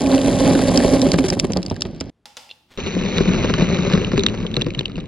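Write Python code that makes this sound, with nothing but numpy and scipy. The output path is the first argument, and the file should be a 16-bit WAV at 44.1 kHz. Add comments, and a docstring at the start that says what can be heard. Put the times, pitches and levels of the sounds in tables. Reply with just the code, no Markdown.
"""Marbles on a hollow toy track

Glass marbles roll down the lanes of a hollow toy track in two runs, heard close by; each builds, holds and drains.
Random bumps excite the track's resonances and a grainy hiss; collisions are short falling pips with wall modes.
Drops send dispersed bending waves, skids rasp as filtered bumps, and rocking marbles swell a low lane tone.
In the pause a marble ticks against the gate, and a switch clicks twice in the small room, over faint room tone."""
import sys
import numpy as np
from scipy import signal
from scipy.fft import rfft, irfft, next_fast_len
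from scipy.io import wavfile
from scipy.ndimage import uniform_filter1d, minimum_filter1d, map_coordinates

SR = 44100
rng = np.random.default_rng(int(sys.argv[2]) if len(sys.argv) > 2 else 0)


def pcm_store(signal):
    """Save signal as 16-bit PCM."""
    levels = np.round(np.clip(np.atleast_2d(signal), -1, 1) * 32767)
    wavfile.write(sys.argv[1], SR, levels.astype(np.int16).T)


N = 223619
TIME = np.arange(N) / SR
SIZE = next_fast_len(N + SR)
FREQ = np.fft.rfftfreq(SIZE, 1 / SR)

# rumble of the whole track in each run: (frequency [Hz], level [dB])
BODY_1 = [(12, -37), (35, -4.5), (70, -2.5), (120, 1), (178, 4.5), (230, 1), (340, -0.5), (450, -12),
          (650, -13), (1200, -30), (3000, -65.5)]
BODY_2 = [(12, -38.5), (28, -4), (60, -7.5), (100, -2), (145, -5.5), (180, -2), (220, -5), (300, -9),
          (430, -14.5), (700, -31), (2000, -54)]
# resonances of the hollow lanes in each run: (frequency [Hz], width [Hz], level [dB])
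LANES_1 = [(268, 17, 3.5), (296, 30, -5), (375, 80, -14), (530, 36, -6), (564, 18, -3), (604, 40, -8),
           (668, 70, -13), (824, 32, -12), (950, 90, -25), (1085, 70, -19.5)]
LANES_2 = [(181, 22, 9.5), (236, 44, -2), (366, 60, 0), (432, 45, -3), (555, 80, -9), (954, 96, -14),
           (1175, 200, -14.5)]
# glass rolling on the lanes' grain in each run: (frequency [Hz], level [dB])
GRAIN_1 = [(500, -31), (1600, 2), (2500, -1), (4000, -0.5), (5400, 1), (6500, 1), (7600, -4.5),
           (9500, -0.5), (11200, -7.5), (12000, -25.5)]
GRAIN_2 = [(500, -12), (1500, -5), (2300, 1.5), (3300, -1.5), (4000, 0), (4900, -15), (6300, -0.5),
           (7200, -25.5), (8300, -51)]


def rolling(layer_db, body, lanes, grain, bump_rate, spread_db, tick_db, ping_db, rush_db, bunch_db, lurch_db,
            sway_s):
    """Random excitation of resonators: bumps shake the track, ring its lanes and tick over a rush of finer grain."""
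    rumble_db, drum_db, hiss_db = layer_db
    bunching = amp(bunch_db * wobble(45))  # contacts cluster as marbles catch up with each other
    lurch = lurch_db * wobble(16)  # the track shakes unevenly as single marbles pass
    jolts = bunching * bumps(bump_rate, spread_db)
    rumble = unit(filtered(bumps(bump_rate, spread_db), causal(body)))

    drumming = unit(filtered(jolts, resonances(lanes) * below(1500, order=3)))
    # a varying delay: the resonances waver as the load moves along
    drumming = np.interp(TIME + sway_s * wobble(14), TIME, drumming)

    pings = bunching * jostling(rate=850, life_s=.00048, spread_db=3)
    rush = amp(rush_db) * unit(bumps(12000, 9.7))
    contacts = rush + amp(tick_db) * unit(jolts) + amp(ping_db) * pings
    hiss = unit(filtered(contacts, causal(grain)))
    return amp(rumble_db + lurch) * rumble + amp(drum_db) * drumming + amp(hiss_db) * hiss


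def jostling(rate, life_s, spread_db):
    """Superposed transients: countless light touches, each a dry tick of a few cycles at its own pitch."""
    t = np.arange(SR // 60) / SR
    when, pitch, size = rng.random((int(rate * N / SR), 3)).T
    hz = 900 * 5.5 ** pitch[:, None]
    life = life_s * np.sqrt(3000 / hz)  # life_s holds at 3000 Hz; higher ticks die sooner
    envelope = (t / life) * np.exp(-t / life)
    pings = np.sin(2 * np.pi * hz * t) * envelope * np.sqrt(hz)
    pings *= amp(spread_db * np.minimum(-np.log(1 - size), 2))[:, None]
    places = (when * N).astype(int)[:, None] + np.arange(len(t))
    return unit(np.bincount(places.ravel(), pings.ravel(), N)[:N])


# extent of each run: (start [s], end [s])
RUN_1 = (-0.011, 2.101)
RUN_2 = (2.775, 5.1)
# builds as the marbles gather speed, holds, drains as they leave: (full from [s], until [s], drain [dB/s])
FLOW_1 = (0.45, 0.92, 24.9)
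FLOW_2 = (3.33, 3.87, 17.7)


def flow(span, full_s, until_s, drain_db_per_s):
    """Source strength over time: the share of build-up still to come (1 to 0), and dB lost as the track empties."""
    building = np.clip((full_s - TIME) / (full_s - span[0]), 0, 1)
    return building, drain_db_per_s * np.maximum(TIME - until_s, 0)


# one row each for rumble, lane drumming and grain hiss:
# (level at full flow [dB], reduction at the start [dB], share of the drain [ratio])
LAYERS_1 = [(-23, 4.5, 0.44), (-18, 3.5, 1.17), (-29.5, 6.5, 1.59)]
LAYERS_2 = [(-22.5, 7.5, 0.46), (-22.5, 8.9, 1.06), (-31, 3.4, 1.4)]


def levels(stream, layers):
    """Level addition in decibels: each rolling layer follows the flow to its own degree."""
    building, drained_db = stream
    return [full_db - start_db * building - share * drained_db for full_db, start_db, share in layers]


# single collisions of marble on marble, loud and soft: (time [s], level [dB], pitch [Hz])
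CLACKS = [(.063, -20.5, 2370), (.117, -18.5, 4070), (.149, -14.5, 5730), (.181, -18.5, 2850),
          (.389, -16, 6160), (.553, -16, 1570), (.683, -17.5, 4350), (.76, -16.5, 4300), (.776, -2, 5210),
          (.804, -15.5, 1763), (1.018, -9, 5435), (1.119, -5, 4690), (1.142, -20.5, 1810),
          (1.1895, -14.5, 2285), (1.286, -12.5, 5600), (1.3032, -6, 5100), (1.3938, -19, 4280),
          (1.3988, 0.5, 5510), (1.522, -17, 5970), (1.5349, -16, 5190), (1.572, -14.5, 4580),
          (1.6303, -18.5, 5380), (1.6641, -18, 4820), (1.701, -17.5, 5540), (1.765, -28, 1700),
          (1.8097, -17, 5430), (1.8214, -7, 4990), (2.004, -22.5, 4920), (2.01, -15, 5290),
          (3.038, -19.5, 2630), (3.178, -16, 3890), (3.1838, -7.5, 3780), (3.277, -22.5, 2460),
          (3.5403, -13.5, 3010), (3.9376, -11, 3890), (4.0482, -15.5, 2910), (4.1953, -10.5, 3890),
          (4.208, -18, 3530), (4.2365, -3.5, 6100), (4.2657, 1.5, 3535), (4.2863, -16.5, 2780),
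          (4.467, -18, 3210), (4.543, -18, 3470), (4.568, -3, 3950), (4.614, -14.5, 2750),
          (4.6204, -8, 3455), (4.7063, -20, 2410), (4.7495, -17.5, 2990), (4.7932, -4, 3722),
          (4.8106, -18, 3000), (4.8577, -11.5, 2870), (4.958, -25.5, 2780), (5.003, -28, 3634)]
# spectrum of a clack's contact noise: (frequency [Hz], level [dB])
SNAP = [(600, -10), (1500, -0.5), (3500, 11), (6000, 9.5), (10000, -2.5), (13000, -13.5)]
# modes that a clack rings in the lane's wall: (frequency [Hz], level [dB])
WALL = [(1250, -9.5), (1850, -5.5), (2400, -5.5), (2850, -6), (3780, 3.5)]
CLACK_CYCLES, TICK_CYCLES = 8.17, 2.6  # nominal length of a hard clack and a light one, in cycles of its pitch
DAMPED_HZ = 3400  # duller clacks than this last no longer: the plastic damps them


def clacks(rows, cycles, rise, fall, droop, snap_db, wall_db, wall_s, ring_db, ring_t60):
    """Impact radiation: colliding glass gives a short falling pip, a knock in the lane's wall and a brief rattle."""
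    lead = SR // 200  # samples before the blow, for the swell
    out, t = np.zeros(N), np.arange(-lead, SR // 25) / SR
    after = np.maximum(t, 0)
    snaps = unit(filtered(rng.standard_normal(N), amp(along(SNAP, FREQ))))
    for s, db, hz in rows:
        length = cycles / max(hz, DAMPED_HZ)
        snap = np.roll(snaps, rng.integers(N))[:len(t)]
        pitch = hz * (1 - droop * np.tanh(2 * t / length))
        pip = np.sin(2 * np.pi * (np.cumsum(pitch) / SR + rng.random()))

        swell = (1 + np.tanh(t / (rise * length) + 1)) / 2
        burst = swell * np.exp(-after / (fall * length))
        knock = swell * amp(wall_db) * np.exp(-after / wall_s)
        ring = swell * amp(ring_db - 60 * t / ring_t60)

        wall = np.zeros(len(t))
        for mode_hz, mode_db in WALL:  # every blow excites the modes a little differently
            gain = amp(mode_db + rng.normal(0, 2))
            cycle = mode_hz * rng.normal(1, .06) * t + rng.random()
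            wall += gain * np.sin(2 * np.pi * cycle)
        sound = burst * (pip + amp(snap_db) * snap) + knock * wall + ring * (0.18 * wall + snap)
        add(out, s - lead / SR, amp(db) * sound)
    return out


def light_clacks(contacts, low_hz, high_hz):
    """Random pitch on a log scale: glancing collisions as rows (time [s], level [dB], pitch [Hz])."""
    s, db = contacts
    return list(zip(s, db, low_hz * (high_hz / low_hz) ** rng.random(len(s))))


# single drops of a marble on a lane, heavy and light: (time [s], relative level [dB], relative crack level [dB])
KNOCKS = [(0.124, -7.5, -5), (.287, -6.5, -18.5), (.322, -5, -16), (.456, -7.5, -18), (.508, -2.5, -10.5),
          (.552, -5, -13), (.59, -6, -4), (.696, -2.5, -19), (.753, -5.5, -15), (.803, -5.5, -12),
          (.846, 3, -14.5), (.933, -5, -17.5), (.968, -7.5, -7.5), (1.065, -3.5, -11), (1.14, 0.5, -9),
          (1.185, -5, -6), (1.241, -6.5, -8.5), (1.284, -19.5, -14), (1.324, -5, -10), (1.368, -8.5, -26),
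          (1.444, -5.5, -11.5), (1.502, -7, -16), (1.562, -5, -14.5), (1.574, -8.5, -17.5),
          (1.711, -4, -15.5), (1.767, -23.5, -6.5), (1.852, -13, -6), (2.01, -12, -5.5), (2.965, -10, -19),
          (3.182, -6.5, -1.5), (3.205, -2.5, -10), (3.255, -9, -7.5), (3.444, -5.5, -8.5),
          (3.497, -6, -6.5), (3.538, -12, 3.5), (3.583, -9.5, -2.5), (3.621, -2.5, -13), (3.911, -7, -13),
          (3.934, -4.5, -4.5), (3.975, -6, -7.5), (4.133, -7, -10), (4.176, -5.5, -8), (4.237, -11.5, -7),
          (4.341, -13.5, -8), (4.449, -10.5, -29), (4.569, -5.5, -11.5), (4.619, -13.5, -9),
          (4.665, -6.5, -10.5), (4.807, -14.5, -9), (4.979, -11.5, -11.5)]
# response of a lane under a drop: (frequency [Hz], level [dB])
THUD = [(15, -29.5), (40, -0.5), (150, 0.5), (350, 6.5), (650, -2), (1200, -14.5), (4000, -50)]
# the drop's hard contact: (frequency [Hz], level [dB])
CRACK = [(300, -24.5), (700, -2), (1200, 9), (2500, 2), (5000, -4.5), (10000, -28.5)]
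# the toy's shell ringing on after a drop: (frequency [Hz], width [Hz], level [dB])
BOOM = [(178, 24, -1.5), (358, 250, -12.5), (526, 54, -15.5)]


def knocks(rows, lag_s, ring_db, ring_t60, crack_db, boom_db):
    """Bending-wave dispersion: a drop's treble arrives first and its bass last, and the shell booms on."""
    thuds, cracks, t = np.zeros(N), np.zeros(N), np.arange(SR // 8) / SR
    for s, db, hardness_db in rows:
        blow = rng.standard_normal(len(t)) * amp(-60 * t / ring_t60)
        blow *= amp(ring_db) / np.linalg.norm(blow)
        blow[0] += 1
        add(thuds, s, amp(db) * blow)
        add(cracks, s, amp(db + hardness_db + crack_db) * blow)
    travel = np.exp(-4j * np.pi * lag_s * np.sqrt(250 * FREQ))  # the delay is lag_s at 250 Hz
    responses = travel * [causal(THUD), resonances(BOOM), causal(CRACK)]
    lane, shell, contact = [r / np.abs(irfft(r)).max() for r in responses]
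    return filtered(thuds, lane + amp(boom_db) * shell) + filtered(cracks, contact)


def light_knocks(contacts, crack_db, vary_db):
    """Random contact hardness: small hops as rows (time [s], relative level [dB], relative crack level [dB])."""
    s, db = contacts
    return list(zip(s, db, crack_db + vary_db * rng.uniform(-1.1, 1, len(s))))


def scattered(span, stream, level_db, spread_db, share, count):
    """Stratified random timing: one light contact in each equal slice of a run, fading as it drains."""
    when, size = rng.random((count, 2)).T
    s = span[0] + (span[1] - span[0]) * (np.arange(count) + when) / count
    return s, level_db - spread_db * size - share * np.interp(s, TIME, stream[1])


# a landed marble skids along its lane: (time [s], length [s], level [dB])
SKIDS = [(1.067, 0.016, -34), (1.132, 0.011, -28.5), (1.182, 0.015, -29), (1.238, 0.033, -31.5),
         (1.283, 0.012, -27.5), (1.324, 0.028, -33), (1.443, .014, -34), (3.918, .016, -22.5),
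         (4.171, 0.014, -21.5)]


def skids(edge_s, rate, spread_db, top_hz):
    """Sliding friction: glass rasps over the lane's grain for a moment before it rolls again."""
    def ramp(s):
        return (1 + np.tanh((TIME - s) / edge_s)) / 2

    pressure = sum(amp(db) * ramp(s) * (1 - ramp(s + length)) for s, length, db in SKIDS)
    rasp = filtered(bumps(rate, spread_db), causal(GRAIN_1) * below(top_hz, order=1))
    return pressure * unit(rasp)


# a marble rocking in its lane: (time of the height [s], level [dB], pitch [Hz], rise [s])
THUMPS = [(.14, -13.5, 274.7, .02), (0.481, -11.5, 271, 0.0184), (.565, -12, 275, 0.016),
          (.745, -14, 256.6, .012), (.78, -11.5, 249, .012), (.822, -16.5, 267.5, .012),
          (.935, -11.5, 267.5, .016), (.997, -16, 273, .012), (1.145, -16, 174.6, .016),
          (1.201, -14, 265.5, .015), (1.25, -19, 382.6, .015), (1.376, -20.5, 191, 0.0064),
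          (1.44, -18.5, 188.3, .015), (1.503, -19, 209.4, .015), (1.57, -15.5, 181.4, .022),
          (1.727, -19.5, 102, 0.01), (1.872, -32.5, 165.5, .025), (2.033, -35.5, 80.7, 0.036),
          (2.975, -16, 183, .03), (3.04, -18, 195, 0.011), (3.205, -14.5, 172, .02),
          (3.285, -13.5, 185.4, .02), (3.401, -21.5, 359, .02), (3.626, -15, 179.5, .012),
          (3.686, -15, 200.4, 0.011), (3.759, -15, 181.6, .018), (3.85, -16.5, 178, .022),
          (3.944, -5.5, 180.7, 0.012), (4.021, -16.5, 184.5, .022), (4.058, -22, 100, 0.015),
          (4.162, -17, 139.5, 0.011), (4.188, -16, 399, .014), (4.247, -22, 202, 0.0166),
          (4.305, -20.5, 185, 0.016), (4.442, -21.5, 182, .022), (4.589, -19, 130, 0.013),
          (4.662, -22, 153.5, 0.015), (4.687, -25.5, 342, 0.0127), (4.786, -19.5, 139.6, 0.018),
          (4.982, -20.5, 168, .015)]
# the wall's chatter under a rocking marble: (frequency [Hz], level [dB])
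WOOD = [(100, -22), (250, 3), (400, 6.5), (600, -6.5), (900, -10), (2000, -17.5), (5000, -29), (12000, -55)]


def thumps(wander, wood_db):
    """Resonance pumping: a rocking marble swells a lane tone, makes the wall chatter and dies away."""
    boom, rocking, t = np.zeros(N), np.zeros(N), np.arange(SR // 5) / SR
    for s, db, hz, rise_s in THUMPS:
        swell = amp(db) * (t / rise_s * np.exp(1 - t / rise_s)) ** 2
        drift = wander * np.cumsum(rng.standard_normal(len(t)))
        phase = 2 * np.pi * (hz * t + rng.random()) + drift
        add(boom, s - rise_s, swell * np.sin(phase))
        add(rocking, s - rise_s, swell)
    chatter = unit(filtered(bumps(700, 6), causal(WOOD)))
    return boom + amp(wood_db) * rocking * chatter


# a waiting marble ticks against the gate: (time [s], relative level [dB])
SHIFTS = [(2.492, -33), (2.502, -32), (2.512, -24.5)]
# spectrum of those ticks: (frequency [Hz], level [dB])
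GATE = [(200, -18), (500, -3), (800, -9.5), (1300, -16), (2000, -11.5), (2800, -2), (3500, 4.5), (5000, -3),
        (8000, -31)]
# the gate's resonances: (frequency [Hz], width [Hz], level [dB])
GATE_RING = [(2750, 97, 0), (3100, 90, 1), (3480, 99, 1.5), (4300, 300, -6.5)]
# reverberation of the small room, shared with the switch: (frequency [Hz], t60 [s])
ROOM = [(200, 0.47), (1000, 0.67), (4000, 0.67), (8000, 0.56), (15000, 1)]


def waiting(ring_db, room_db):
    """Modal response to impact: a marble settles against the gate with three dry ticks."""
    ticks, t = np.zeros(N), np.arange(SR // 15) / SR
    for s, db in SHIFTS:
        strike = amp(-60 * t / .004) + amp(-9 - 60 * t / .04)  # a sharp and a slower decay
        add(ticks, s, amp(db) * strike * rng.standard_normal(len(t)))
    ticks = filtered(ticks, causal(GATE) + amp(ring_db) * resonances(GATE_RING))
    return ticks + amp(room_db) * echoes(ticks, ROOM)


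# the two clicks of the switch: (time [s], relative level [dB])
SWITCH = [(2.256, -23.5), (2.369, -17.5)]
# spectrum of the switch's casing: (frequency [Hz], level [dB])
CASING = [(100, -13.5), (250, -11.5), (500, -9), (800, -2.5), (1200, -10.5), (2000, -4), (5000, -3.5),
          (8000, -9), (15000, -25)]
# resonances of the casing: (frequency [Hz], width [Hz], level [dB])
CASING_RING = [(242, 8.6, -2), (504, 29, 1.5), (836, 60, 6), (1370, 47, 1.5), (2700, 40, -4),
               (3080, 45, 4.5), (3480, 80, -4), (5090, 180, 2), (5470, 210, -6)]


def switch(click_t60, click_db, ring_db, room_db):
    """Modal ringing and reverberation: two sharp clicks ring a small casing, and the room adds a smooth wash."""
    clicks, wash, t = np.zeros(N), np.zeros((2, N)), np.arange(SR // 10) / SR
    for s, db in SWITCH:
        snap = amp(-60 * t / click_t60) + amp(-60 * t / 0.0025)
        click = amp(db + click_db) * snap * rng.standard_normal(len(t))
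        add(clicks, s, click)
        pulse = np.zeros(N)
        pulse[round(s * SR)] = np.linalg.norm(click)
        wash += echoes(pulse, ROOM)
    wash = wash[0] + 0.53 * wash[1] * np.array([[1], [-1]])  # middle plus a narrower side signal
    casing = causal(CASING) + amp(ring_db) * resonances(CASING_RING)
    return filtered(clicks + amp(room_db) * wash, casing)


def steady_hiss(shape, level_db, edge_hz):
    """Low-passed stationary noise: a dull, even background hiss lies under each run."""
    hiss = filtered(rng.standard_normal(N), causal(shape) * below(edge_hz, order=8))
    return amp(level_db) * unit(hiss)


# spectrum of the quiet room: (frequency [Hz], level [dB])
HUSH = [(15, -34.5), (25, -19.5), (59, 5.5), (225, 0), (3660, -31), (7740, -38), (9760, -37.5),
        (12000, -45.5), (15600, -74), (22000, -120)]
# a soft brush before the release: (time [s], level [dB])
RUSTLE = [(2.67, -82), (2.71, -51.5), (2.735, -49), (2.775, -53.5), (2.8, -80.5)]


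def background(hush_db):
    """Partly correlated noise: room tone, and a soft brushing just before the second run."""
    hush = unit(filtered(rng.standard_normal((2, N)), amp(along(HUSH, FREQ))))
    brush_shape = [(100, 5.5), (800, 0.0), (3500, -2.0), (10000, -19.5), (15000, -25.0)]  # (Hz, dB)
    brush = unit(filtered(bumps(2200, 2.9), causal(brush_shape)))
    return amp(hush_db) * (hush[0] + 0.12 * hush) + amp(curves(RUSTLE)[0]) * brush


# phase between the two microphone ports at each listening place: (frequency [Hz], phase [rad])
PORTS_1 = [(0, 0.0), (550, 0.36), (1300, 0.0), (2300, -0.53), (3500, 0.06), (4300, -0.11), (4950, 0.45),
           (5400, 2.61), (5900, 3.2), (7400, 6.24), (9000, 9.41), (11500, 14.51)]
PORTS_2 = [(0, 0.0), (450, 0.61), (850, 0.03), (1500, 0.63), (2400, -0.0), (2900, 1.24), (3280, 3.0),
           (3450, 3.0), (3700, 1.54), (4200, 0.75), (5200, -0.24), (6100, -1.88), (6900, -3.13),
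           (7600, -3.5)]
# left minus right at each listening place: (frequency [Hz], level difference [dB])
TILT_1 = [(60, -4.5), (130, -4.5), (270, -3), (570, -3.5), (1000, 0)]
TILT_2 = [(30, -4.5), (70, -5), (270, 5), (570, 1.5), (1200, .5), (10000, -0.5)]
# decay of reflections within the toy: (frequency [Hz], t60 [s])
SHELL = [(50, 0.23), (300, 0.082), (1500, 0.064), (5000, 0.027), (12000, 0.028)]
# level of those reflections: (frequency [Hz], level [dB])
SPREAD = [(40, -14.5), (150, -17), (300, -11.5), (600, -10.5), (1200, -15), (3400, -17.5), (10000, -17)]
EDGE_1_HZ, EDGE_2_HZ = 11700, 8300  # upper band edge at each listening place


def heard(x, ports, tilt, edge_hz):
    """Interchannel phase and level difference: two ports receive the track with the toy's own reflections."""
    turn = np.interp(FREQ, *np.transpose(ports))
    sides = np.array([[1], [-1]]) / 2
    direct = filtered(x, np.exp(1j * sides * turn) * amp(sides * along(tilt, FREQ)))
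    reflected = filtered(echoes(x, SHELL), amp(along(SPREAD, FREQ)))
    return filtered(direct + reflected, below(edge_hz, order=40))


def echoes(x, decay):
    """Diffuse reverberation: noise tails at both ports, where each frequency dies at its own speed."""
    hz, t, z = signal.stft(rng.standard_normal((2, SR // 2)), SR, nperseg=256)
    fading = amp(-60 * t / along(decay, hz)[:, None])
    tail = signal.istft(z * fading, SR, nperseg=256)[1]
    return signal.fftconvolve(x[None], tail / np.linalg.norm(tail[0]), axes=1)[:, :N]


def bumps(rate, spread_db):
    """Random impulse process: tiny impacts, rate a second, of unequal size and either sign."""
    hit = rng.random(N) < rate / SR
    return hit * rng.choice([-1, 1], N) * amp(spread_db * np.clip(rng.standard_normal(N), -2, 2))


def wobble(rate):
    """Spline interpolation: a smooth random curve with rate knots a second."""
    return map_coordinates(rng.standard_normal(int(N * rate / SR) + 4), [TIME * rate])


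def resonances(modes):
    """Modal superposition: causal band-pass responses of (Hz, width Hz, dB) rows with alternating sign."""
    total = 0
    for k, (centre, width, db) in enumerate(modes):
        damping = 1j * FREQ * width
        total = total + (-1) ** k * amp(db) * damping / (centre ** 2 - FREQ ** 2 + damping)
    return total


def causal(points):
    """Minimum phase: a response with the given (Hz, dB) shape rings after a blow, not before."""
    cepstrum = irfft(np.log(amp(along(points, FREQ))), SIZE)
    cepstrum[1:SIZE // 2] *= 2
    cepstrum[SIZE // 2 + 1:] = 0
    return np.exp(rfft(cepstrum))


def below(edge_hz, order):
    """Butterworth magnitude: low-pass gain on the frequency grid."""
    return 1 / np.sqrt(1 + (FREQ / edge_hz) ** (2 * order))


def filtered(x, response):
    """Convolution theorem: the spectrum of x times a response on the frequency grid."""
    return irfft(rfft(x, SIZE) * response, SIZE)[..., :N]


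def along(points, hz):
    """Logarithmic frequency axis: (Hz, value) points interpolated at hz."""
    f, v = np.transpose(points)
    return np.interp(np.log(hz + 1), np.log(f + 1), v)


def curves(rows):
    """Linear interpolation: one value per sample for each column after the time."""
    s, *cols = np.transpose(rows)
    return [np.interp(TIME, s, c) for c in cols]


def during(span):
    """Gating: 1 inside the span and 0 outside, with abrupt ends."""
    return uniform_filter1d(1. * ((TIME > span[0]) & (TIME < span[1])), size=64)


def add(track, s, sound):
    """Superposition: mix a short sound into the track at time s."""
    start = max(round(s * SR), 0)
    track[start:start + len(sound)] += sound[:max(N - start, 0)]


def amp(db):
    """Level to amplitude ratio: 20 dB is a factor of ten."""
    return 10 ** (np.asarray(db) / 20)


def unit(x):
    """Normalisation by effective value: x scaled to rms 1."""
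    return x / np.sqrt(np.mean(x ** 2) + 1e-20)


# how clacks and drops are coloured on their way to the second listening place: (frequency [Hz], level [dB])
CLACK_COLOUR_2 = [(1100, 2), (1800, -1.5), (2700, 1), (4000, -0.5), (5300, -13.5), (7000, -5.5),
                  (8500, -21)]
DROP_COLOUR_2 = [(70, 1), (180, 1), (540, 2), (730, -8.5), (1050, 3), (4000, 1)]


def scene():
    """Superposition of sources: two runs of marbles with the quiet pause between them."""
    stream_1, stream_2 = flow(RUN_1, *FLOW_1), flow(RUN_2, *FLOW_2)
    touches_1 = scattered(RUN_1, stream_1, level_db=-20, spread_db=7.5, share=0.72, count=72)
    ticks_1 = light_clacks(touches_1, low_hz=1982, high_hz=6986)
    touches_2 = scattered(RUN_2, stream_2, level_db=-21, spread_db=5.5, share=0.38, count=72)
    ticks_2 = light_clacks(touches_2, low_hz=1727, high_hz=4400)
    landings_1 = scattered(RUN_1, stream_1, level_db=-10.5, spread_db=1.5, share=0.98, count=34)
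    hops_1 = light_knocks(landings_1, crack_db=-14.5, vary_db=10.5)
    landings_2 = scattered(RUN_2, stream_2, level_db=-10.5, spread_db=10.5, share=0.66, count=38)
    hops_2 = light_knocks(landings_2, crack_db=-6.0, vary_db=9)

    hard = clacks(CLACKS, CLACK_CYCLES, rise=0.48, fall=0.33, droop=.08, snap_db=-7.0,
                  wall_db=-16.5, wall_s=0.00086, ring_db=-27.5, ring_t60=0.047)
    light = clacks(ticks_1 + ticks_2, TICK_CYCLES, rise=0.7, fall=0.54, droop=0.18, snap_db=-0.5,
                   wall_db=-13, wall_s=.001, ring_db=-20.5, ring_t60=0.024)
    glass = hard + light + skids(edge_s=0.0026, rate=3500, spread_db=9.5, top_hz=6510)
    drops = amp(-8.5) * knocks(KNOCKS + hops_1 + hops_2, lag_s=0.003118, ring_db=-0.5, ring_t60=0.047,
                               crack_db=3.0, boom_db=-16)
    drops = drops + thumps(wander=.016, wood_db=-15)

    roll_1 = rolling(levels(stream_1, LAYERS_1), BODY_1, LANES_1, GRAIN_1, bump_rate=650, spread_db=3.5,
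                     tick_db=3, ping_db=-2.5, rush_db=-1.0, bunch_db=1.6, lurch_db=1.5, sway_s=0.00033)
    roll_2 = rolling(levels(stream_2, LAYERS_2), BODY_2, LANES_2, GRAIN_2, bump_rate=600, spread_db=4.0,
                     tick_db=3.5, ping_db=-2.0, rush_db=-0.5, bunch_db=2.0, lurch_db=1, sway_s=0.0007)
    hiss_1 = steady_hiss(GRAIN_1, level_db=-54, edge_hz=5500)
    hiss_2 = steady_hiss(GRAIN_2, level_db=-52.5, edge_hz=4020)

    first = during(RUN_1) * heard(roll_1 + hiss_1 + glass + drops, PORTS_1, TILT_1, EDGE_1_HZ)
    coloured = filtered(glass, amp(along(CLACK_COLOUR_2, FREQ))) + filtered(drops, causal(DROP_COLOUR_2))
    second = during(RUN_2) * heard(roll_2 + hiss_2 + coloured, PORTS_2, TILT_2, EDGE_2_HZ)
    gate = waiting(ring_db=11.5, room_db=-15.5)
    clicks = switch(click_t60=0.047, click_db=-5.5, ring_db=2.0, room_db=-1.5)
    return first + second + gate + clicks + background(hush_db=-66.5)


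LIMITER_S, TOP_HZ = .004, 16000  # limiter window and upper band limit


def record(dry):
    """Peak limiting and band limiting: ducks peaks that would pass full scale and removes all from TOP_HZ up."""
    size = int(LIMITER_S * SR)
    needed = 1 / np.maximum(np.abs(dry).max(axis=0), 1)
    gain = uniform_filter1d(minimum_filter1d(needed, size), size)
    return filtered(dry * gain, FREQ < TOP_HZ)


dry = scene()
out = record(dry)
pcm_store(out)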